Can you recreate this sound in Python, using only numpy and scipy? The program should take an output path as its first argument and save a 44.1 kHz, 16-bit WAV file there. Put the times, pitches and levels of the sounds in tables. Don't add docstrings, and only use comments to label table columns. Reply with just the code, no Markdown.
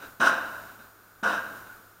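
import sys
import numpy as np
from scipy import signal
from scipy.fft import rfft, irfft, next_fast_len
from scipy.io import wavfile

SR = 44100
rng = np.random.default_rng(int(sys.argv[2]) if len(sys.argv) > 2 else 0)


def wav_out(sig):
    wavfile.write(sys.argv[1], SR, np.round(np.clip(np.atleast_2d(sig).T, -1, 1) * 32767).astype(np.int16))


N = 88200
ATTACK_S = 0.0033

# (frequency [Hz], relative density [dB])
STEEL_SPECTRUM = [(60, -27.5), (130, -29.5), (205, -13.5), (290, -14.5), (420, -18), (540, -11.5),
                  (690, -7.5), (780, -12), (920, -7.5), (1090, -4.5), (1200, -12), (1300, -4.5),
                  (1450, -0.5), (1600, -1), (1720, -11.5), (1850, -17), (2300, -27), (2600, -20),
                  (3050, -21), (3300, -32.5), (3850, -21), (4250, -35), (5000, -32), (5800, -29.5),
                  (6500, -37), (7800, -39), (9300, -36.5), (10300, -45.5), (15500, -46)]
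# (frequency [Hz], forward level [dB], reverse level [dB], T60 [s])
STRING_MODES = [(205.2, -56, -41.5, 0.95), (260.4, -36.5, -51, 0.6), (310, -39, -45.5, 0.88),
                (365.8, -37, -43, 0.45), (462.7, -55, -41.5, 0.77), (530.8, -32, -36.5, 0.69),
                (673, -32, -33, 0.68), (1038.5, -33, -45, 1), (1087, -22.5, -34, 0.39),
                (1163, -32.5, -33, 0.79), (1257, -31.5, -41, 0.71), (1300, -34, -35.5, 0.81),
                (1415, -20.5, -35, 0.55), (1448, -55, -24.5, 0.68), (1463, -22.5, -35, 0.81),
                (1600, -38, -26, .6), (1597, -25.5, -36, 0.58), (1700, -45, -48, 0.74),
                (3880, -48, -58, .7)]
# (time [s], level [dB], length [s], treble gain [dB], echo level [dB])
BANG_EVENTS = [(0.201, -22.5, 0.069, 4, -28), (1.228, -26, 0.087, 0.5, -33.5)]
def bangs():
    treble_filter = signal.butter(2, 2200, "high", fs=SR, output="sos")
    radiation_filter = signal.butter(2, 90, "high", fs=SR, output="sos")
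    out = 0
    for stroke, (start, db, length, treble_db, _) in enumerate(BANG_EVENTS):
        clatter = coloured(grains() * envelope(start, ATTACK_S, length, t60=0.41), STEEL_SPECTRUM)
        treble = signal.sosfiltfilt(treble_filter, clatter)
        out += from_db(db) * (clatter + (from_db(treble_db) - 1) * treble)
        delays = rng.uniform(0.00203, 0.02, len(STRING_MODES))
        for (hz, *stroke_db, t60), delay in zip(STRING_MODES, delays):
            out += from_db(stroke_db[stroke]) * ring(click(start + delay), hz, t60)
    return signal.sosfilt(radiation_filter, out)


# (time [s], relative level [dB])
CONTACT_EVENTS = [(.206, 0), (0.214, -7), (0.229, -2), (0.241, -4.5), (.270, 4), (0.294, -4), (0.336, -5),
                  (0.343, -13.5), (0.379, -11), (1.236, -5), (1.241, -10), (1.260, -2.5), (1.276, -8),
                  (1.288, -9.5), (1.317, -33), (1.332, -7), (1.378, -11), (1.390, -19.5)]
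def contacts():
    resonance_hz, rise_s = 1502, 0.002
    crunch = coloured(grains(), STEEL_SPECTRUM)
    detunings = rng.normal(0, 0.02, len(CONTACT_EVENTS))
    out = 0
    for (start, db), detune in zip(CONTACT_EVENTS, detunings):
        tone = np.sin(2 * np.pi * resonance_hz * (1 + detune) * (seconds() - start))
        shape = envelope(start, rise_s, 2 * rise_s, t60=0.039)
        out += from_db(db) * shape * (from_db(-16) * tone + from_db(-24.5) * crunch)
    return out


# (time [s], level [dB])
THUMP_EVENTS = [(0.198, -21), (0.79, -43), (1.227, -20.5)]
def thumps():
    blows = sum(from_db(db) * click(start) for start, db in THUMP_EVENTS)
    frame = resonance(blows, hz=216, width_hz=58)
    return signal.sosfilt(signal.butter(4, 172, "high", fs=SR, output="sos"), frame)


# (frequency [Hz], relative density [dB])
SCRAPE_SPECTRUM = [(800, -33), (2000, -8), (3000, 6), (4300, -13.5), (5800, 4.5), (7000, -9), (9300, -8),
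                   (10500, -15.5), (12500, -11), (15500, -26)]
# (time [s], level [dB], length [s])
SCRAPE_EVENTS = [(0.197, -36, 0.019), (0.258, -36.5, 0.017), (1.23, -40, 0.011), (1.334, -46.5, 0.015)]
def scrapes():
    slips = sum(from_db(db) * envelope(start, 0.0058, length, t60=0.17)
                for start, db, length in SCRAPE_EVENTS)
    return coloured(grains(), SCRAPE_SPECTRUM) * slips


# (frequency [Hz], T60 [s])
ECHO_DECAY = [(150, 1.47), (500, 1.306), (1400, 1.36), (3000, 0.85), (9000, 1.6)]
# (frequency [Hz], gain [dB])
ECHO_GAIN = [(150, -4.5), (500, -0.5), (1400, -3), (2200, 1.5), (4000, 0.5), (9000, -6.5)]
def echoes():
    build_s = 0.1
    wash = noise(STEEL_SPECTRUM)
    edges_hz = np.geomspace(90, 14000, 8)
    out = 0
    for low, high in zip(edges_hz, edges_hz[1:]):
        centre_hz = np.sqrt(low * high)
        band = signal.sosfiltfilt(signal.butter(3, [low, high], "band", fs=SR, output="sos"), wash)
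        t60 = at_hz(ECHO_DECAY, centre_hz)
        tails = sum(from_db(db) * envelope(start, build_s, build_s, t60) for start, *_, db in BANG_EVENTS)
        out += from_db(at_hz(ECHO_GAIN, centre_hz)) * band * tails
    return out


# (frequency [Hz], relative density [dB])
RATTLE_SPECTRUM = [(100, -57), (220, 3.5), (400, -3.5), (540, 2), (1400, -5), (2000, -9.5), (2800, -6.5),
                   (3300, -18), (3850, -5.5), (4400, -21), (6000, -17), (12000, -37)]
# (time [s], ring level [dB], rattle level [dB], length [s])
KNOCK_EVENTS = [(-0.008, -43.5, -46, .012), (0.021, -40.5, -49, .022), (0.543, -45, -56, 0.013),
                (0.684, -48.5, -55.5, 0.019), (0.788, -47, -50.5, 0.022), (1.659, -55, -52.5, 0.013),
                (1.691, -43.5, -80, 0.0056)]
def knocks():
    singing = grains()
    for _ in range(2):
        singing = resonance(singing, hz=1482, width_hz=188)
    singing = unit_rms(singing)
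    rattle = coloured(grains(), RATTLE_SPECTRUM)
    bursts = strikes = 0
    for start, ring_db, rattle_db, length in KNOCK_EVENTS:
        shape = envelope(start, ATTACK_S, length, t60=0.24)
        bursts += shape * (from_db(ring_db) * singing + from_db(rattle_db) * rattle)
        strikes += from_db(ring_db - 4) * click(start + ATTACK_S)
    return bursts + ring(strikes, hz=1450, t60=0.45)


def diesel():
    firing_hz = 102.5
    waver = np.interp(seconds(), np.linspace(0, N / SR, 24), rng.standard_normal(24))
    hum = np.sqrt(2) * np.sin(2 * np.pi * firing_hz * seconds() + 0.4 * waver)
    return from_db(-63 - 0.3 * waver) * hum


# (frequency [Hz], relative density [dB])
SITE_SPECTRUM = [(20, -4), (60, -1), (100, -8), (150, -3), (300, -1.5), (600, -4), (1000, -3.5),
                 (1480, 5.5), (1900, -10.5), (4000, -26), (12000, -44)]
def site_noise():
    return from_db(-49.5) * noise(SITE_SPECTRUM)


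def from_db(db):
    return 10 ** (np.asarray(db) / 20)


def unit_rms(x):
    return x / np.sqrt(np.mean(x ** 2) + 1e-20)


def seconds():
    return np.arange(N) / SR


def at_hz(points, hz):
    frequencies, values = np.transpose(points)
    return np.interp(np.log(np.maximum(hz, 1)), np.log(frequencies), values)


def coloured(x, spectrum):
    size = next_fast_len(2 * N)
    gain = unit_rms(from_db(at_hz(spectrum, np.arange(size // 2 + 1) * SR / size)))
    cepstrum = irfft(np.log(gain), size)
    cepstrum[1:size // 2] *= 2
    cepstrum[size // 2 + 1:] = 0
    return irfft(rfft(x, size) * np.exp(rfft(cepstrum)), size)[:N]


def noise(spectrum):
    return unit_rms(coloured(rng.standard_normal(N), spectrum))


def grains(per_second=6000, spread_db=3.5):
    hits = rng.random(N) < per_second / SR
    signs = rng.choice([-1, 1], N)
    sizes = from_db(spread_db * np.clip(rng.standard_normal(N), -2, 2))
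    return unit_rms(hits * signs * sizes)


def click(time_s):
    return (np.arange(N) == int(time_s * SR)) * 1.0


def ring(x, hz, t60):
    radius = from_db(-60 / (t60 * SR))
    angle = 2 * np.pi * hz / SR
    return signal.lfilter([0, np.sin(angle)], [1, -2 * radius * np.cos(angle), radius ** 2], x + 1e-18)


def resonance(x, hz, width_hz):
    return ring(x, hz, np.log(1000) / (np.pi * width_hz))


def envelope(start, attack, length, t60):
    age = seconds() - start
    return np.clip(age / attack, 0, 1) * np.exp(-np.log(1000) * np.maximum(age - length, 0) / t60)


def smooth(x, time_s, initial):
    pole = np.exp(-1 / (time_s * SR))
    return signal.lfilter([1 - pole], [1, -pole], x - initial) + initial


def scene():
    rig = bangs() + contacts() + thumps() + scrapes()
    return (rig + echoes() + knocks() + diesel() + site_noise())[None]


def expander(x):
    threshold_db, range_db, slope, close_db_per_s = -40.5, 10, 1.056, 55
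    power = smooth(x ** 2, time_s=0.036, initial=from_db(threshold_db) ** 2)
    level_db = 10 * np.log10(power + 1e-12)
    gain_db = np.clip(slope * (level_db - threshold_db), -range_db, 0)
    fall_db = close_db_per_s * seconds()
    gain_db = np.maximum.accumulate(gain_db + fall_db) - fall_db
    return x * from_db(smooth(gain_db, time_s=0.02, initial=-range_db / 2))


# (frequency [Hz], relative density [dB])
HISS_SPECTRUM = [(1000, -4.5), (4000, 1.5), (8000, -1), (9500, 3), (11500, -2), (13000, 0.5), (15500, 1.5)]
# (frequency [Hz], level [dB])
WHINE_TONES = [(6857, -70), (13714, -58.5)]
def record(dry):
    hiss = from_db(-54.5) * noise(HISS_SPECTRUM)
    whine = sum(np.sqrt(2) * from_db(db) * np.sin(2 * np.pi * hz * seconds()) for hz, db in WHINE_TONES)
    lowpass = signal.ellip(12, 0.1, 90, 15800, fs=SR, output="sos")
    return signal.sosfilt(lowpass, expander(dry[0] + hiss + whine))[None]


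dry = scene()
out = record(dry)
wav_out(out)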